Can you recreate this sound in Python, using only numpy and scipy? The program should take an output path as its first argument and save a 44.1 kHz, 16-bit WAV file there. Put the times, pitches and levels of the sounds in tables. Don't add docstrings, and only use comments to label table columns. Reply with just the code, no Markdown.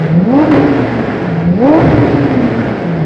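import sys
import numpy as np
from scipy import signal
from scipy.fft import rfft, irfft
from scipy.io import wavfile
from scipy.ndimage import uniform_filter1d, minimum_filter1d

SR = 44100
rng = np.random.default_rng(int(sys.argv[2]) if len(sys.argv) > 2 else 0)


def int16_out(signal):
    q = np.round(np.clip(np.atleast_2d(signal).T, -1, 1) * 32767)
    wavfile.write(sys.argv[1], SR, q.astype(np.int16))


N = 134505
TIME = np.arange(N) / SR

# time_s, firing_rate_hz
ENGINE_SPEED = [(0, 162), (.11, 156), (.21, 180), (.3, 241), (.35, 277), (.41, 306), (.5, 306), (.68, 298),
                (.8, 262), (.95, 234), (1.2, 192), (1.32, 166), (1.42, 165), (1.53, 178), (1.6, 225),
                (1.68, 290), (1.77, 330), (1.88, 313), (2.02, 302), (2.22, 283), (2.45, 240), (2.6, 226),
                (2.75, 198), (2.9, 168), (3.05, 155)]
# time_s, opening (0 shut to 1 wide open)
THROTTLE_OPENING = [(0, 0), (.1, 0), (.19, .3), (.32, 1), (.41, 1), (.47, .1), (.7, 0), (1.42, 0),
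                    (1.52, .4), (1.62, 1), (1.8, 1), (1.815, 0), (3.05, 0)]


def amp(db):
    return 10 ** (np.asarray(db) / 20)


def unit(x):
    return x / np.sqrt(np.mean(x ** 2) + 1e-20)


def curve(points):
    return np.interp(TIME, *np.transpose(points))


def read(points, hz):
    f, value = np.transpose(points)
    return np.interp(np.log(hz + 1), np.log(f), value)


def wander(hz):
    f = np.fft.rfftfreq(N, 1 / SR)
    spectrum = rfft(rng.standard_normal(N))
    return unit(irfft(spectrum / (1 + (f / hz) ** 2) ** 2, N))


def colour(x, points, size=8192):
    log_gain = np.log(amp(read(points, abs(np.fft.fftfreq(size, 1 / SR)))))
    spectrum = np.exp(np.conj(signal.hilbert(log_gain)))
    taps = np.fft.ifft(spectrum).real[:size // 2]
    return signal.fftconvolve(x, taps / np.linalg.norm(taps))[:len(x)]


def resonate(x, hz, width_hz):
    r = np.exp(-np.pi * width_hz / SR)
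    pole = r * np.exp(2j * np.pi * hz / SR)
    return 2 * signal.lfilter([1 - r], [1, -pole], x).real


def throttle():
    return np.clip(curve(THROTTLE_OPENING), 0, 1)


def raggedness():
    ragged_at_hz = 300
    return (1 - throttle()) * (curve(ENGINE_SPEED) / ragged_at_hz) ** 2


def firing_count():
    jitter, coasting_jitter, jitter_hz = .004, .022, 60
    depth = jitter + coasting_jitter * raggedness()
    return np.cumsum(curve(ENGINE_SPEED) * (1 + depth * wander(jitter_hz))) / SR


def uneven_firings(turns):
    spread_db = -0.5
    fired = np.diff(np.floor(turns), prepend=0) > 0
    strength = amp(spread_db * np.clip(rng.standard_normal(N), -2, 2))
    return unit(fired * rng.choice([-1, 1], N) * strength)


def workshop(x, wet_db, size=512):
    # pitch_hz, fall_by_60_db_s
    ring_time = [(80, 1), (300, 0.98), (1000, 1), (3000, 0.68), (9000, 0.36)]
    hz, t, z = signal.stft(rng.standard_normal(SR), SR, nperseg=size)
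    decay = np.exp(-np.log(1000) * t / read(ring_time, hz)[:, None])
    tail = signal.istft(z * decay, SR, nperseg=size)[1]
    tail[:SR // 200] = 0
    wet = signal.fftconvolve(x, tail / np.linalg.norm(tail))[:N]
    return (x + amp(wet_db) * wet) / np.hypot(1, amp(wet_db))


def hiss():
    # pitch_hz, relative_level_db
    hiss_shape = [(800, -21.5), (2500, 6), (5100, 5), (6100, -15), (9000, -20.5)]
    base_db, db_per_octave, base_at_hz = -43, 9.5, 300
    level_db = base_db + db_per_octave * np.log2(curve(ENGINE_SPEED) / base_at_hz)
    return colour(rng.standard_normal(N) * amp(level_db), hiss_shape)


def rush(turns):
    # time_s, level_db
    rush_level = [(0, -18), (.08, -20), (.17, -26), (.3, -27), (.36, -17), (.42, -14.5), (.48, -20),
                  (.6, -17.5), (.8, -17), (1.2, -19), (1.42, -22), (1.5, -29), (1.61, -24.5), (1.68, -14),
                  (1.8, -14), (1.9, -15), (2.3, -18.5), (2.6, -18.5), (3.05, -23.5)]
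    # pitch_hz, relative_level_db
    rush_shape = [(60, -32.5), (250, 3.5), (430, 3.5), (650, -1), (850, -5.5), (1150, -10.5), (1550, -9.5),
                  (2050, -12), (2700, -20), (3700, -28), (5100, -33), (6100, -41), (9000, -51)]
    pulsing, puff_share, spread_db = .62, .17, 3.5
    strengths = amp(spread_db * np.clip(rng.standard_normal(N), -2, 2))
    strength = strengths[turns.astype(int)]
    puffs = 1 - pulsing + pulsing * strength * np.exp(-(turns % 1) / puff_share)
    gas = unit(puffs * rng.standard_normal(N))
    return colour(gas * amp(curve(rush_level)), rush_shape)


def burble(turns):
    # time_s, level_db
    burble_level = [(0, -25), (.15, -28), (.3, -26), (.47, -22), (.56, -15.5), (.85, -19), (1.3, -21),
                    (1.6, -24), (1.77, -20), (1.83, -11.5), (2.0, -13), (2.25, -17), (2.65, -19),
                    (3.05, -22)]
    # pitch_hz, relative_level_db
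    burble_shape = [(20, -31), (48, -25), (62, -11), (78, -4), (98, -3.5), (122, 2), (150, 0), (195, -11.5),
                    (245, 2), (310, -4), (400, -8), (600, -18), (1200, -39.5), (4000, -66.5)]
    return colour(uneven_firings(turns) * amp(curve(burble_level)), burble_shape)


def growl(turns):
    # pitch_hz, relative_level_db
    growl_shape = [(100, -31), (330, -13), (520, 8), (660, 3.5), (770, 3.5), (940, -0.5), (1100, -7),
                   (2000, -28.5), (5000, -64.5)]
    base_db, base_at_hz, db_per_octave = -13, 320, 38
    level_db = base_db + db_per_octave * np.log2(curve(ENGINE_SPEED) / base_at_hz)
    return colour(uneven_firings(turns) * throttle() * amp(level_db), growl_shape)


def pops():
    # start_s, crack_db, thump_db, thump_pitch_hz
    pop_list = [(.512, -2, -2, 290), (.539, -9, -8, 385), (.566, -14, -6, 280), (1.455, -34, -13, 90),
                (1.815, -24, -4, 148), (1.845, -24, -5, 155), (1.875, -20, -8, 85), (1.927, -17, -12, 115),
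                (2.585, -20, -22, 110)]
    # pitch_hz, relative_level_db
    crack_shape = [(60, -12), (250, 3), (550, 5), (1200, -7), (2200, -12), (3300, -25), (5000, -33),
                   (6200, -43), (9000, -47)]
    crack_rise_s, crack_fade_s, thump_peak_s = .002, .022, .016
    cracks, thumps = np.zeros(N), np.zeros(N)
    for start_s, crack_db, thump_db, thump_hz in pop_list:
        t = np.maximum(TIME - start_s, 0)
        cracks += amp(crack_db) * np.minimum(t / crack_rise_s, 1) * np.exp(-t / crack_fade_s)
        swell = t / thump_peak_s * np.exp(1 - t / thump_peak_s)
        thumps += amp(thump_db) * swell * np.sin(2 * np.pi * thump_hz * t)
    return colour(cracks * rng.standard_normal(N), crack_shape) + thumps


def firing_note(turns):
    # time_s, level_db
    note_level = [(0, -13), (.08, -14), (.16, -6.5), (.24, -8), (.3, -9), (.34, -5), (.39, -3.5), (.45, -9),
                  (.57, -13), (.7, -12.5), (.8, -16.5), (.95, -15), (1.15, -24), (1.36, -15), (1.43, -17),
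                  (1.5, -6.5), (1.57, -10), (1.66, -2), (1.72, -1.5), (1.78, -5.5), (1.83, -11),
                  (2.02, -11), (2.12, -16.5), (2.42, -11), (2.6, -16.5), (2.78, -22), (2.92, -14),
                  (3.05, -12)]
    # multiple_of_firing_rate, shut_throttle_db, open_throttle_db
    orders = [(.5, -20, -22), (1, 0, -1), (1.5, -19, -25), (2, -21, -8.5), (2.5, -23, -26), (3, -26, -15.5),
              (4, -32, -26)]
    # pitch_hz, width_hz, gain_db
    booms = [(171, 16, -7), (287, 9, -3), (527, 32, 3), (617, 14, -6), (805, 22, -2), (881, 14, -5)]
    base_flutter, coasting_flutter, flutter_per_order, flutter_hz = .18, .38, .06, 60
    load = throttle()
    flutter = base_flutter + coasting_flutter * raggedness()
    note = np.zeros(N)
    for order, shut_db, open_db in orders:
        level = amp(shut_db + (open_db - shut_db) * load)
        waver = 1 + (flutter + flutter_per_order * order) * wander(flutter_hz)
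        note += level * waver * np.cos(2 * np.pi * (order * turns + rng.random()))
    note = note * amp(curve(note_level))
    return note + sum(amp(gain_db) * resonate(note, hz, width_hz) for hz, width_hz, gain_db in booms)


def scene():
    # pitch_hz, difference_db
    balance = [(300, 0), (850, -.2), (1150, -1.35), (5000, -1.2), (8000, -.1)]
    turns = firing_count()
    note = workshop(firing_note(turns), wet_db=-13)
    rough_sounds = burble(turns) + growl(turns) + rush(turns) + pops()
    car = note + workshop(rough_sounds, wet_db=-4.5) + hiss()
    lean_db = read(balance, np.fft.rfftfreq(N, 1 / SR)) / 2
    return irfft(rfft(car) * amp([lean_db, -lean_db]), N)


def record(dry):
    limit_db, recover_db_per_s, window_s = 0.3, 350, 0.0013
    ceiling_db, knee_order, edge_hz = .3, 6, 9100
    over_db = np.maximum(20 * np.log10(abs(dry).max(0) + 1e-9) - limit_db, 0)
    fall = TIME * recover_db_per_s
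    gain_db = fall - np.maximum.accumulate(over_db + fall)
    span = max(int(window_s * SR), 1)
    held = dry * amp(uniform_filter1d(minimum_filter1d(gain_db, span), span))
    rounded = held / (1 + abs(held / amp(ceiling_db)) ** knee_order) ** (1 / knee_order)
    treble_cut = signal.firwin(511, edge_hz, window=("kaiser", 9), fs=SR)
    return signal.oaconvolve(rounded, treble_cut[None], "same")


dry = scene()
out = record(dry)
int16_out(out)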